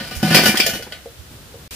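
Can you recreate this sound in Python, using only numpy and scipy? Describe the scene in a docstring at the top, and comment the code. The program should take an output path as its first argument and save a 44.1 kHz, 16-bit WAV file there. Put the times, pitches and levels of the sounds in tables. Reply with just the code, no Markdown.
"""Crisp fried pieces clatter onto a wide steel plate, tipped from a wire skimmer close to the microphone.
Their soft weight thuds on the plate, their crusts clink and scrape it into ringing, and the skimmer jangles.
Three small hollow knocks follow, the last one faint, over quiet outdoor air with a low hum.
At the very end the background cuts out briefly and returns as a louder hiss."""
import sys
import numpy as np
from scipy import signal
from scipy.fft import rfft, irfft, next_fast_len
from scipy.io import wavfile

SR = 44100
rng = np.random.default_rng(int(sys.argv[2]) if len(sys.argv) > 2 else 0)


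def wrap_up_sound(samples):
    """Save the sound to the file named by the first command line argument, as 16-bit audio."""
    columns = np.atleast_2d(samples).T
    # keep every value between -1 and 1, then stretch to whole-number steps
    tamed = np.clip(columns, -1, 1)
    steps = np.round(tamed * 32767).astype(np.int16)
    wavfile.write(sys.argv[1], SR, steps)


N = 77175

# how alike the two channels are for nearby sounds (frequency [Hz], correlation [0-1])
NEAR_LIKENESS = [(100, 1), (600, 0.97), (1500, 0.79), (3000, 0.38), (6000, 0.0045), (15000, 0)]
# the same for the surrounding air and hiss (frequency [Hz], correlation [0-1])
AIR_LIKENESS = [(60, 0.65), (240, 0.89), (940, 0.13), (3740, 0.052), (14800, -0.0)]


def plate():
    """Hard crusts and tumbling crumbs drive the same ringing steel."""
    # crusts striking (time [s], strong modes [dB], dense modes [dB], treble [dB], crumbling time [s])
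    clinks = [(0.001, -22.5, -25, -37, 0.1), (0.111, -28, -30, -34, 0.047),
              (0.152, -33, -33.5, -26.5, 0.044), (0.228, -14.5, -24.5, -25, 0.0016),
              (0.304, -13.5, -22, -23.5, 0.01), (0.328, -20, -15, -40, 0.014),
              (0.345, -6, -6, -8.5, 0.0091), (0.355, -10.5, -11.5, -11.5, 0.011),
              (0.369, -6, -19, -22, 0.012), (0.386, -21, -20.5, -23, 0.0097),
              (0.435, -16.5, -19, -16.5, 0.017), (0.457, -7.5, -11, -11.5, 0.015),
              (0.48, -29, -18.5, -16, 0.044), (0.553, -13.5, -25, -30, 0.017),
              (0.572, -21, -12, -15.5, 0.0043), (0.601, -17.5, -36, -24, 0.0043),
              (0.664, -48, -13, -10.5, 0.0043), (0.695, -18.5, -24, -22, 0.0087),
              (0.736, -20.5, -24.5, -22.5, 0.053), (0.754, -27.5, -28.5, -32, 0.0061),
              (0.824, -27.5, -30.5, -31.5, 0.0085), (0.922, -25.5, -25.5, -36.5, 0.0025)]
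    # the plate's strong modes (frequency [Hz], level [dB], t60 [s])
    modes = [(540, -13, 0.2), (747, -1, 0.22), (1208, -3, 0.3), (1470, 1, 0.1), (1491, 5, 0.18),
             (1546, -6, 0.25), (1740, -1, 0.27), (1857, -6, .22), (1997, -8, 0.2), (2090, -4, 0.22),
             (2514, -5, 0.2), (2616, -9, .2), (2922, -4, 0.3), (2972, -3, .34), (3016, -4, 0.34),
             (3345, -6, 0.2), (3790, -8, .25), (4260, -2, 0.26), (6050, -7, .25)]
    # its dense, weaker modes (frequency [Hz], level per Hz [dB])
    body_spectrum = [(100, -54), (400, -1), (800, -2), (1050, -15), (1700, -3.5), (3000, -2.5), (4100, 0),
                     (5200, 0), (6200, -30), (8000, -12.5), (16000, -51)]
    # its bright top end (frequency [Hz], level per Hz [dB])
    treble_spectrum = [(100, -66), (3500, -43), (5300, 7), (6300, 6.5), (8000, 1), (10500, 3.5),
                       (13000, 2.5), (16000, 1.5)]
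    body, treble = dense_ring(body_spectrum), dense_ring(treble_spectrum)
    tones = ring(modes, scatter_db=3)
    body_force, treble_force = np.zeros((2, N))
    for s, _, body_db, treble_db, crumble_s in clinks:
        touch = crust_contact(crumble_s)
        add(body_force, s, amp(body_db - 0.5) * touch)
        add(treble_force, s, amp(treble_db) * touch)
    tumble = crumbs()
    clang = amp(-6.5) * struck([row[:2] for row in clinks], modes, attack_s=0.0014, scatter_db=5.5)
    scraping = scrape(tumble, body, -6) + scrape(tumble, treble, -7.5) + scrape(tumble, tones, -8.5)
    return clang + drive(body_force, body) + drive(treble_force, treble) + scraping


def dense_ring(spectrum):
    """Countless steel modes after a short crack, each band dying at its own speed."""
    # ring time of the steel (frequency [Hz], t60 [s])
    decay = [(200, 0.036), (1500, 0.61), (4000, 0.14), (8000, 0.23), (15000, 0.22)]
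    crack_db, crack_t60 = 3, 0.026
    hz, t, bands = signal.stft(noise(spectrum, NEAR_LIKENESS), SR, nperseg=256)
    fade = amp(-60 * t / along(decay, hz)[:, None]) + amp(crack_db - 60 * t / crack_t60)
    _, ringing = signal.istft(bands * fade, SR, nperseg=256)
    return ringing[:, :SR // 2] / np.sqrt(1 + amp(crack_db) ** 2)


def crust_contact(crumble_s):
    """Force of one crust: a sharp touch and a spray of tiny fractures."""
    t = clock()[:SR // 20]
    spray = rng.standard_normal(len(t)) ** 3 * np.exp(-t / crumble_s)
    force = amp(4.5) * spray / np.linalg.norm(spray)
    force[0] += 1  # the touch
    return force / np.linalg.norm(force)


def crumbs():
    """Force of the random tiny contacts of the sliding pieces."""
    # strength of the sliding and tumbling (time [s], level [dB])
    slide = [(0, -37), (0.1, -33.5), (0.21, -34.5), (0.25, -21.5), (0.3, -21), (0.36, -14), (0.41, -19.5),
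             (0.47, -14.5), (0.52, -31.5), (0.6, -16.5), (0.7, -23.5), (0.77, -65), (0.81, -49),
             (0.95, -44), (1.0, -70)]
    contacts_per_s, spread_db = 1000, 5
    ticks = (rng.random(N) < contacts_per_s / SR) * rng.choice([-1, 1], N)
    return unit(ticks * amp(spread_db * rng.standard_normal(N))) * level(slide)


def under_heap(steel):
    """The growing heap muffles the plate's lower ringing."""
    # damping by the full heap (frequency [Hz], gain [dB])
    muffle = [(300, -9.5), (600, -1), (1050, -16.5), (1500, -5), (2300, -2.5), (3200, -2)]
    start_s, full_s = 0.48, 0.64
    load = np.clip((clock() - start_s) / (full_s - start_s), 0, 1)
    return (1 - load) * steel + load * filtered(steel, lambda hz: amp(along(muffle, hz)))


def landings():
    """The soft weight of each piece pushes the plate's low modes, with a dull puff."""
    # pieces landing (time [s], weight on the low modes [dB], puff [dB])
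    thuds = [(0.008, -17.5, -43), (0.111, -21.5, -39), (0.152, -29, -41), (0.228, -1, -24),
             (0.248, -6.5, -18), (0.277, -9.5, -19), (0.307, -1.5, -15), (0.346, 0, -7), (0.366, -4.5, -11),
             (0.385, -12.5, 0), (0.415, -14, -13.5), (0.435, -35, -10.5), (0.456, -2.5, -8.5),
             (0.479, -6.5, -12), (0.489, -6, -22.5), (0.541, -26, -6.5), (0.593, -16.5, -14),
             (0.634, -19, -21), (0.687, -25.5, -22.5), (0.735, -17, -22), (0.75, -24, -21.5),
             (0.787, -33, -29.5), (0.866, -43, -24.5), (0.913, -43, -29)]
    # low modes of the loaded plate (frequency [Hz], level [dB], t60 [s])
    low_modes = [(137, -13.5, 0.11), (162.5, -7.5, 0.46), (208.8, 2, 0.082), (227, -9, 0.1),
                 (326.8, -12.5, 0.2), (573, -8.5, 0.065), (745, -20.5, 0.27), (1492, -19.5, 0.4)]
    # colour of the puff (frequency [Hz], level per Hz [dB])
    puff_spectrum = [(30, -50), (100, -29), (200, 3.5), (340, 6.5), (560, -3), (850, -5.5), (1500, -8.5),
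                     (5000, -36)]
    attack_s, puff_t60, radiate_hz = 0.003, 0.055, 93
    boom, puff_envelope, t = np.zeros((2, N)), np.zeros(N), clock()[:SR // 2]
    rise = 1 - np.exp(-t / attack_s)
    for s, weight_db, puff_db in thuds:
        add(boom, s, amp(weight_db - 6.5) * rise * ring(low_modes, scatter_db=2.5))
        add(puff_envelope, s, amp(puff_db - 3 - 60 * t / puff_t60) * rise)
    low_cut = signal.butter(2, radiate_hz, "high", fs=SR, output="sos")  # the plate radiates little bass
    return signal.sosfilt(low_cut, boom + puff_envelope * noise(puff_spectrum, NEAR_LIKENESS))


def skimmer():
    """Jolts and sliding pieces set the wire basket ringing; at three jolts its wires also chatter."""
    # jolts of the basket (time [s], level [dB])
    jolts = [(0.346, -13.5), (0.366, -10.5), (0.385, -30), (0.457, -23.5), (0.481, -16.5), (0.572, -30),
             (0.602, -13), (0.664, -27.5), (0.754, -39)]
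    # its modes (frequency [Hz], level [dB], t60 [s])
    modes = [(2329, 3, .2), (2377, 5, 0.22), (2430, -4, .15), (2721, -2, 0.3), (3140, -4, .27),
             (3219, -4, .22), (3300, -3, 0.24), (3551, -1, 0.33), (3844, -4, .18), (4459, -2, .28),
             (4639, -2, 0.2), (4762, 1, 0.22), (4904, .5, 0.23), (5045, -1, 0.14), (5281, 0, 0.18),
             (5367, -2, 0.16)]
    # bursts of wire chatter (time [s], level [dB])
    clashes = [(0.348, -20), (0.601, -8.5), (0.662, -27)]
    # colour of the chatter (frequency [Hz], level per Hz [dB])
    chatter_spectrum = [(1200, -10.5), (2100, -6), (2400, 10), (2900, 0), (4200, -11), (4950, 6),
                        (5600, -7), (9000, -12.5)]
    chatter_t60, envelope = 0.068, np.zeros(N)
    for s, db in clashes:
        add(envelope, s, amp(db - 60 * clock() / chatter_t60))
    wires = ring(modes, scatter_db=1.5)
    scraping = scrape(crumbs(), wires, -8)
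    chatter = envelope * noise(chatter_spectrum, NEAR_LIKENESS)
    return scraping + chatter + struck(jolts, modes, attack_s=0.0006, scatter_db=2.5)


def knocks():
    """Light knocks ring something small and hollow."""
    # the knocks (time [s], level [dB])
    hits = [(0.795, -30), (1.059, -28.5), (1.543, -36)]
    # modes of the hollow body (frequency [Hz], level [dB], t60 [s])
    modes = [(244, -3, 0.009), (469.4, 0, 0.14), (535, -4, 0.16), (680, -12.5, 0.13), (716, -18, 0.11),
             (2330, -22, 0.036)]
    return struck(hits, modes, attack_s=0.0006)


def outdoor_air():
    """Quiet open air with a hum, a faint rustle and two low bumps of air or handling."""
    # steady air (frequency [Hz], level per Hz [dB])
    air_spectrum = [(15, -36), (30, -52), (70, 5.5), (110, 0.5), (200, -9), (480, -8), (900, -15.5),
                    (1500, -11.5), (2100, -15), (3500, -13), (7000, -18), (15000, -21)]
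    # low rustle (frequency [Hz], level per Hz [dB])
    rustle_spectrum = [(40, -0.5), (120, 9), (300, -2), (600, -9), (2000, -21)]
    # its rise and fall (time [s], level [dB])
    rustle_levels = [(0, -40.5), (0.8, -40.5), (1.0, -58.5), (1.28, -54), (1.32, -40), (1.45, -47.5),
                     (1.67, -45)]
    # bumps at the microphone (time [s], level [dB])
    bumps = [(0.163, -23), (1.19, -32)]
    hum_hz, bump_hz, bump_t60 = 62, 74, 0.12
    air = amp(-43) * noise(air_spectrum, AIR_LIKENESS)
    hum = amp(-53.5) * unit(np.sin(2 * np.pi * hum_hz * clock()))
    rustle = level(rustle_levels) * noise(rustle_spectrum, NEAR_LIKENESS)
    thumps = pan(-19.5) * struck(bumps, [(bump_hz, 0, bump_t60)], attack_s=0.011)
    return air + hum + rustle + thumps


def background():
    """The outdoor air cuts out, and after a short gap a louder hiss takes over."""
    # closing hiss (frequency [Hz], level per Hz [dB])
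    hiss_spectrum = [(35, -34), (60, 9.5), (148, -1.5), (309, -0.5), (448, 0.5), (695, -10), (2980, -3.5),
                     (15000, -10)]
    gap_from_s, gap_to_s = 1.68, 1.708
    fade_out = np.clip((gap_from_s - clock()) / 0.0023, 0, 1)
    fade_in = np.clip((clock() - gap_to_s) / 0.00051, 0, 1)
    return fade_out * outdoor_air() + fade_in * amp(-32.5) * noise(hiss_spectrum, AIR_LIKENESS)


def ring(modes, scatter_db):
    """Damped modes, starting at about rms 1; the higher ones reach the two sides out of step."""
    t, out = clock()[:SR // 2], 0
    for hz, db, t60 in modes:
        size, side = rng.standard_normal(2)
        phase = np.sign(side) * stereo_angle(NEAR_LIKENESS, hz) * np.array([[1], [-1]])
        out = out + amp(db + scatter_db * size - 60 * t / t60) * np.sin(2 * np.pi * hz * t + phase)
    return out / np.sqrt(np.sum(amp(np.array(modes)[:, 1]) ** 2) / 2)


def struck(hits, modes, attack_s, scatter_db=1):
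    """An object rung by (s, dB) hits, each sharing its energy among the modes anew."""
    out, t = np.zeros((2, N)), clock()[:SR // 2]
    for s, db in hits:
        add(out, s, amp(db) * (1 - np.exp(-t / attack_s)) * ring(modes, scatter_db))
    return out


def drive(force, response):
    """A force played through an object's stereo impulse response."""
    return signal.fftconvolve(force[None], response, axes=1)[:, :N]


def scrape(force, response, db):
    """Tiny contacts keep an object ringing, about db above the level of their force."""
    return amp(db) * drive(force, response / np.linalg.norm(response[0]))


def noise(spectrum, likeness):
    """Coloured stereo noise of rms 1."""
    def mid_side_gains(hz):
        angle = stereo_angle(likeness, hz)
        return amp(along(spectrum, hz)) * [np.cos(angle), np.sin(angle)]
    mid, side = filtered(rng.standard_normal((2, N)), mid_side_gains)
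    return unit(np.array([mid + side, mid - side]))


def stereo_angle(likeness, hz):
    """Mid-side angle that gives the channels their correlation."""
    return np.arccos(np.clip(along(likeness, hz), -1, 1)) / 2


def pan(db):
    """Channel gains for a left-minus-right level."""
    return amp(db * np.array([[.5], [-.5]]))


def filtered(x, response):
    """x through a gain that depends on frequency."""
    size = next_fast_len(N + SR // 4)
    return irfft(rfft(x, size) * response(np.fft.rfftfreq(size, 1 / SR)), size)[..., :N]


def amp(db):
    """Decibels to gain."""
    return 10 ** (np.asarray(db) / 20)


def unit(x):
    """Scale to rms 1."""
    return x / np.sqrt(np.mean(x ** 2) + 1e-20)


def along(points, hz):
    """Interpolate (Hz, value) points on a log axis."""
    freqs, values = np.transpose(points)
    return np.interp(np.log(hz + 1), np.log(freqs + 1), values)


def clock():
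    """Time of every sample."""
    return np.arange(N) / SR


def level(rows):
    """Gain per sample from (s, dB) rows."""
    return amp(np.interp(clock(), *np.transpose(rows)))


def add(track, s, sound):
    """Mix a sound into a track at time s."""
    i = max(round(s * SR), 0)
    track[..., i:i + sound.shape[-1]] += sound[..., :N - i]


def scene():
    """Plate and skimmer close to the microphone, then the knocks, over the outdoor background."""
    # where the steel sits in the stereo image (frequency [Hz], left minus right [dB])
    balance = [(200, -3.5), (1500, 2.5), (2500, -1.5), (4000, -1), (5100, 8.5), (7000, -0.5), (10000, -3),
               (15000, -2.5)]
    steel = under_heap(plate()) + skimmer()
    steel = filtered(steel, lambda hz: pan(along(balance, hz)))
    return steel + landings() + knocks() + background()


def record(dry):
    """The loudest peaks are rounded off; nothing passes above the band limit."""
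    ceiling, top_hz = 1.2, 15400
    rounded = dry / (1 + np.abs(dry / ceiling) ** 6) ** (1 / 6)
    return filtered(rounded, lambda hz: hz < top_hz)


dry = scene()
out = record(dry)
wrap_up_sound(out)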